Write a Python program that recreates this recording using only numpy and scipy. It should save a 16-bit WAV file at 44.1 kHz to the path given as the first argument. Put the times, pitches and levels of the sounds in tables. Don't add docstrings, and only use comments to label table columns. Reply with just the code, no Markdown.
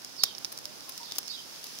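import sys
import numpy as np
from scipy import signal
from scipy.fft import rfft, irfft, next_fast_len
from scipy.io import wavfile
from scipy.ndimage import map_coordinates

SR = 44100
rng = np.random.default_rng(int(sys.argv[2]) if len(sys.argv) > 2 else 0)


def persist_wave(psi):
    counts = np.round(np.clip(psi, -1, 1) * 32767).astype(np.int16)
    wavfile.write(sys.argv[1], SR, np.atleast_2d(counts).T)


N = 79380


def amp(db):
    return 10 ** (np.asarray(db) / 20)


def unit(x):
    return x / np.sqrt(np.mean(x ** 2) + 1e-20)


def along(points, hz):
    knots_hz, values = np.transpose(points)
    return np.interp(np.log(hz + 1), np.log(knots_hz + 1), values)


def pan(db):
    return amp(np.array([[.5], [-.5]]) * db)


def wobble(rate, size):
    knots = rng.standard_normal(int(size * rate / SR) + 4)
    return map_coordinates(knots, [np.arange(size) * rate / SR])


def eq(x, gain_db):
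    n = x.shape[-1]
    m = 2 * next_fast_len(n)
    gain = np.maximum(amp(gain_db(np.fft.rfftfreq(m, 1 / SR))), 1e-6)
    cepstrum = irfft(np.log(gain), m)
    cepstrum[..., 1:m // 2] *= 2
    cepstrum[..., m // 2 + 1:] = 0
    return irfft(rfft(x, m) * np.exp(rfft(cepstrum)), m)[..., :n]


def filtered(x, response):
    m = next_fast_len(2 * N)
    return irfft(rfft(x, m) * response(np.fft.rfftfreq(m, 1 / SR)), m)[:, :N]


def tail(t60, size):
    decay = rng.standard_normal((2, size)) * amp(-60 * np.arange(size) / SR / t60)
    return decay / np.linalg.norm(decay, axis=1, keepdims=True)


def add(out, onset, x):
    i = max(0, round(onset * SR))
    out[:, i:i + x.shape[1]] += x[:, :max(0, N - i)]


# (frequency [Hz], gain [dB])
SIZZLE_EQ = [(300, -12), (1000, -2.5), (2000, 0.5), (4000, 1), (6500, 1.5), (10000, 0), (16000, -4)]
# (time [s], level [dB])
HISS_RIDE = [(0, -53), (.4, -52), (.78, -52.5), (1.05, -50), (1.45, -51), (1.65, -49.5), (1.8, -49.5)]


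def sizzle(flutter_db=.7, crackles_per_s=100, crackle_db=-41, spread_db=3.5):
    colour = lambda hz: along(SIZZLE_EQ, hz)
    ride_db = np.interp(np.arange(N) / SR, *np.transpose(HISS_RIDE))
    hiss = amp(ride_db + flutter_db * wobble(24.9, N)) * unit(eq(rng.standard_normal((2, N)), colour))
    sizes = amp(crackle_db + spread_db * np.minimum(rng.exponential(size=N), 4))
    triggers = rng.random(N) < crackles_per_s / SR
    side_gains = amp(2 * rng.standard_normal((2, N)))
    return hiss + eq(triggers * sizes * side_gains, colour)


# (frequency [Hz], gain [dB])
AIR_EQ = [(25, -22), (60, -10.5), (100, -2.5), (140, 2.5), (260, 0.5), (450, -3.5), (900, -1), (1600, -6.5),
          (4000, -25.5)]
# (frequency [Hz], left minus right [dB])
AIR_PAN = [(100, -2.5), (170, -1.5), (300, -11), (450, -12.5), (650, -6.5), (950, -2), (1500, -8.5)]
# (frequency [Hz], left-right correlation [0-1])
AIR_CORRELATION = [(60, 0.47), (160, 0.55), (300, 0.35), (800, 0.092)]


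def air(level_db=-54, swell_db=.84):
    def mid_side_db(hz):
        width = np.arccos(along(AIR_CORRELATION, hz)) / 2
        return along(AIR_EQ, hz) + 20 * np.log10([np.cos(width), np.sin(width)])

    mid, side = eq(rng.standard_normal((2, N)), mid_side_db)
    rumble = eq(np.array([mid + side, mid - side]), lambda hz: np.outer([.5, -.5], along(AIR_PAN, hz)))
    swell = np.array([wobble(14.16, N), wobble(14.17, N)])
    return amp(level_db + swell_db * swell) * unit(rumble)


# (time [s], level [dB], treble shelf [dB], left minus right [dB], ring [Hz])
SNAP_CUES = [(.0476, -17, -3, 1, 5500), (.23485, -1.5, -13, 1, 4800), (.23583, -1, 0, 1, 4900),
             (.2374, 7.5, -8, 1, 5100), (.3500, -17.5, -18, -10.5, 5500), (.3822, -18, -9, -3, 4800),
             (.4473, -4.7, -8.5, -3, 5500), (.4528, -15.5, -15, -4.5, 5000), (.5767, -17, -3, -.5, 5700),
             (.5887, -19, -2, 3, 5000), (.6550, -11, -7, 0, 5500), (.9218, -24, -3, -6, 5800),
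             (.9784, -17, -2, 1.5, 6100), (1.0319, -18, -18, 0, 3000), (1.1128, -23, -9, -6, 4200),
             (1.1216, -9, -12, 5, 3400), (1.1564, -20, -5, 9, 5300), (1.1610, -17.5, -12, -2, 6100),
             (1.1835, -7.5, -3, -1, 5300), (1.1871, -13.5, -6, 1, 2900), (1.2668, -29.5, -14, -12, 5400),
             (1.2774, -22, -4, -2, 2500), (1.281, -22, -3, -6, 6300), (1.6421, -17.5, -3, 3, 4300),
             (1.6681, -22, -1, -2, 6000), (1.7877, -18, -3, 0, 5700)]
# (frequency [Hz], gain [dB])
SNAP_EQ = [(30, -15), (150, -1), (420, -4), (780, 1.5), (1100, -6), (1800, -8), (3000, -5), (4200, -4.5),
           (5200, -1.3), (7000, 1.5), (16000, 1)]


def ember_snaps(coals_db=-10, coals_t60=.013, box_db=-17, box_t60=.18, ring_db=4, ring_width_hz=450):
    out, size = np.zeros((2, N)), 4096
    for onset, db, treble_db, pan_db, ring_hz in SNAP_CUES:
        buried_db = -.4 * db
        pulse = amp(coals_db + buried_db) * tail(coals_t60, size) + amp(box_db) * tail(box_t60, size)
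        pulse[:, 0] += 1
        shelf = [(5300, 0), (9400, treble_db)]
        ring = lambda hz: ring_db / (1 + ((hz - ring_hz) / ring_width_hz) ** 2)
        snap = eq(pulse, lambda hz: along(SNAP_EQ, hz) + along(shelf, hz) + ring(hz))
        add(out, onset, amp(db) * pan(pan_db) * snap)
    lag_s = [.00008, 0]
    return filtered(out, lambda hz: np.exp(-2j * np.pi * np.outer(lag_s, hz)))


def whistle(length, start_hz, end_hz, t60, fade_db, waver, rasp_db, attack_s=.0049, release_s=.0085):
    t = np.arange(SR // 2) / SR
    progress = np.minimum(t / length, 1)
    hz = start_hz * (end_hz / start_hz) ** progress * (1 + waver * wobble(700, len(t)))
    envelope = np.clip(t / attack_s, 0, 1) * np.clip(1 + (length - t) / release_s, 0, 1)
    level_db = rasp_db * wobble(600, len(t)) - fade_db * progress
    tone = envelope * amp(level_db) * np.sin(2 * np.pi * np.cumsum(hz) / SR)
    paths = tail(t60, len(t))
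    paths[:, 0] += amp(-6)
    wet = signal.fftconvolve(tone[None], paths, axes=1)
    return wet * np.linalg.norm(tone) / np.linalg.norm(wet, axis=1, keepdims=True)


# (time [s], level [dB], time stretch [ratio], pitch waver [fraction])
CHIRP_CUES = [(.186, -44, 1.03, .027), (1.02, -53, 1.35, .055), (1.282, -44, 1, .03)]
# (time from cue [s], length [s], start pitch [Hz], end pitch [Hz], trim [dB])
CHIRP_PITCHES = [(-.05, .04, 5900, 5100, -13.5), (0, .028, 4520, 4440, -.5), (.008, .03, 4930, 4800, -7),
                 (.018, .018, 4050, 3600, -3), (.042, .024, 3820, 3760, -1), (.055, .03, 3500, 3250, -6.5),
                 (.088, .03, 3190, 3090, -6)]
# (frequency [Hz], time to fall 60 dB [s])
YARD_DECAY = [(3100, .17), (3800, .28), (4800, .36)]


def chirps(pan_db=-5.5):
    out = np.zeros((2, N))
    for onset, db, stretch, waver in CHIRP_CUES:
        for delay, length, start_hz, end_hz, trim_db in CHIRP_PITCHES:
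            t60 = along(YARD_DECAY, end_hz)
            tone = whistle(stretch * length, start_hz, end_hz, t60, fade_db=2, waver=waver, rasp_db=4)
            add(out, onset + stretch * delay, amp(db + trim_db) * tone)
    return pan(pan_db) * out


# (time [s], length [s], level [dB])
SPIT_CUES = [(0.2365, 0.0055, -21), (0.387, .002, -40), (0.5197, 0.011, -41), (0.525, 0.0018, -33.5),
             (.8920, 0.0086, -37.5), (0.8949, 0.0008, -29), (1.1838, 0.0071, -27), (1.1675, 0.0015, -41)]
# (frequency [Hz], gain [dB])
SPIT_EQ = [(80, -22), (700, -7), (2000, -10), (5000, -9), (8000, -6.5), (11000, 2.5), (15500, -2)]


def fat_spits(size=1024):
    out, t = np.zeros((2, N)), np.arange(size) / SR
    for onset, length, db in SPIT_CUES:
        jet = unit(eq(rng.standard_normal((2, size)), lambda hz: along(SPIT_EQ, hz)))
        gate = np.exp(-(t / length) ** 4)
        add(out, onset, amp(db) * jet * gate)
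    return out


# (time [s], length [s], start pitch [Hz], end pitch [Hz], level [dB])
HOOT_CUES = [(.475, 0.064, 722, 556, -54), (.625, 0.1, 600, 610, -58), (.87, .03, 1054, 1066, -50),
             (.998, 0.034, 945, 938, -46.5)]


def hoots(pan_db=-1, t60=.059):
    out = np.zeros((2, N))
    for onset, length, start_hz, end_hz, db in HOOT_CUES:
        hoot = whistle(length, start_hz, end_hz, t60, fade_db=-1, waver=.022, rasp_db=1.5)
        add(out, onset, amp(db) * hoot)
    return pan(pan_db) * out


def scene():
    return sizzle() + air() + ember_snaps() + chirps() + fat_spits() + hoots()


# (frequency [Hz], gain [dB])
LEFT_PORT_EQ = [(2000, 0.5), (3500, 6), (5000, 4), (6300, 6.5), (7800, -1), (10500, 5.5), (13000, 2.5),
                (15500, 5)]
# (frequency [Hz], gain [dB])
RIGHT_PORT_EQ = [(2000, 1), (3500, 6), (4400, 9.5), (5150, 16), (6300, 6), (7300, -2), (8600, -10),
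                 (12500, -9), (15500, -13)]


def record(dry, high_cut_hz=15900):
    ports = eq(dry, lambda hz: np.array([along(LEFT_PORT_EQ, hz), along(RIGHT_PORT_EQ, hz)]))
    clipped = np.clip(ports * [[-1], [1]], -1, 1)
    return filtered(clipped, lambda hz: np.clip((high_cut_hz - hz) / 500 + .5, 0, 1) ** 2)


dry = scene()
out = record(dry)
persist_wave(out)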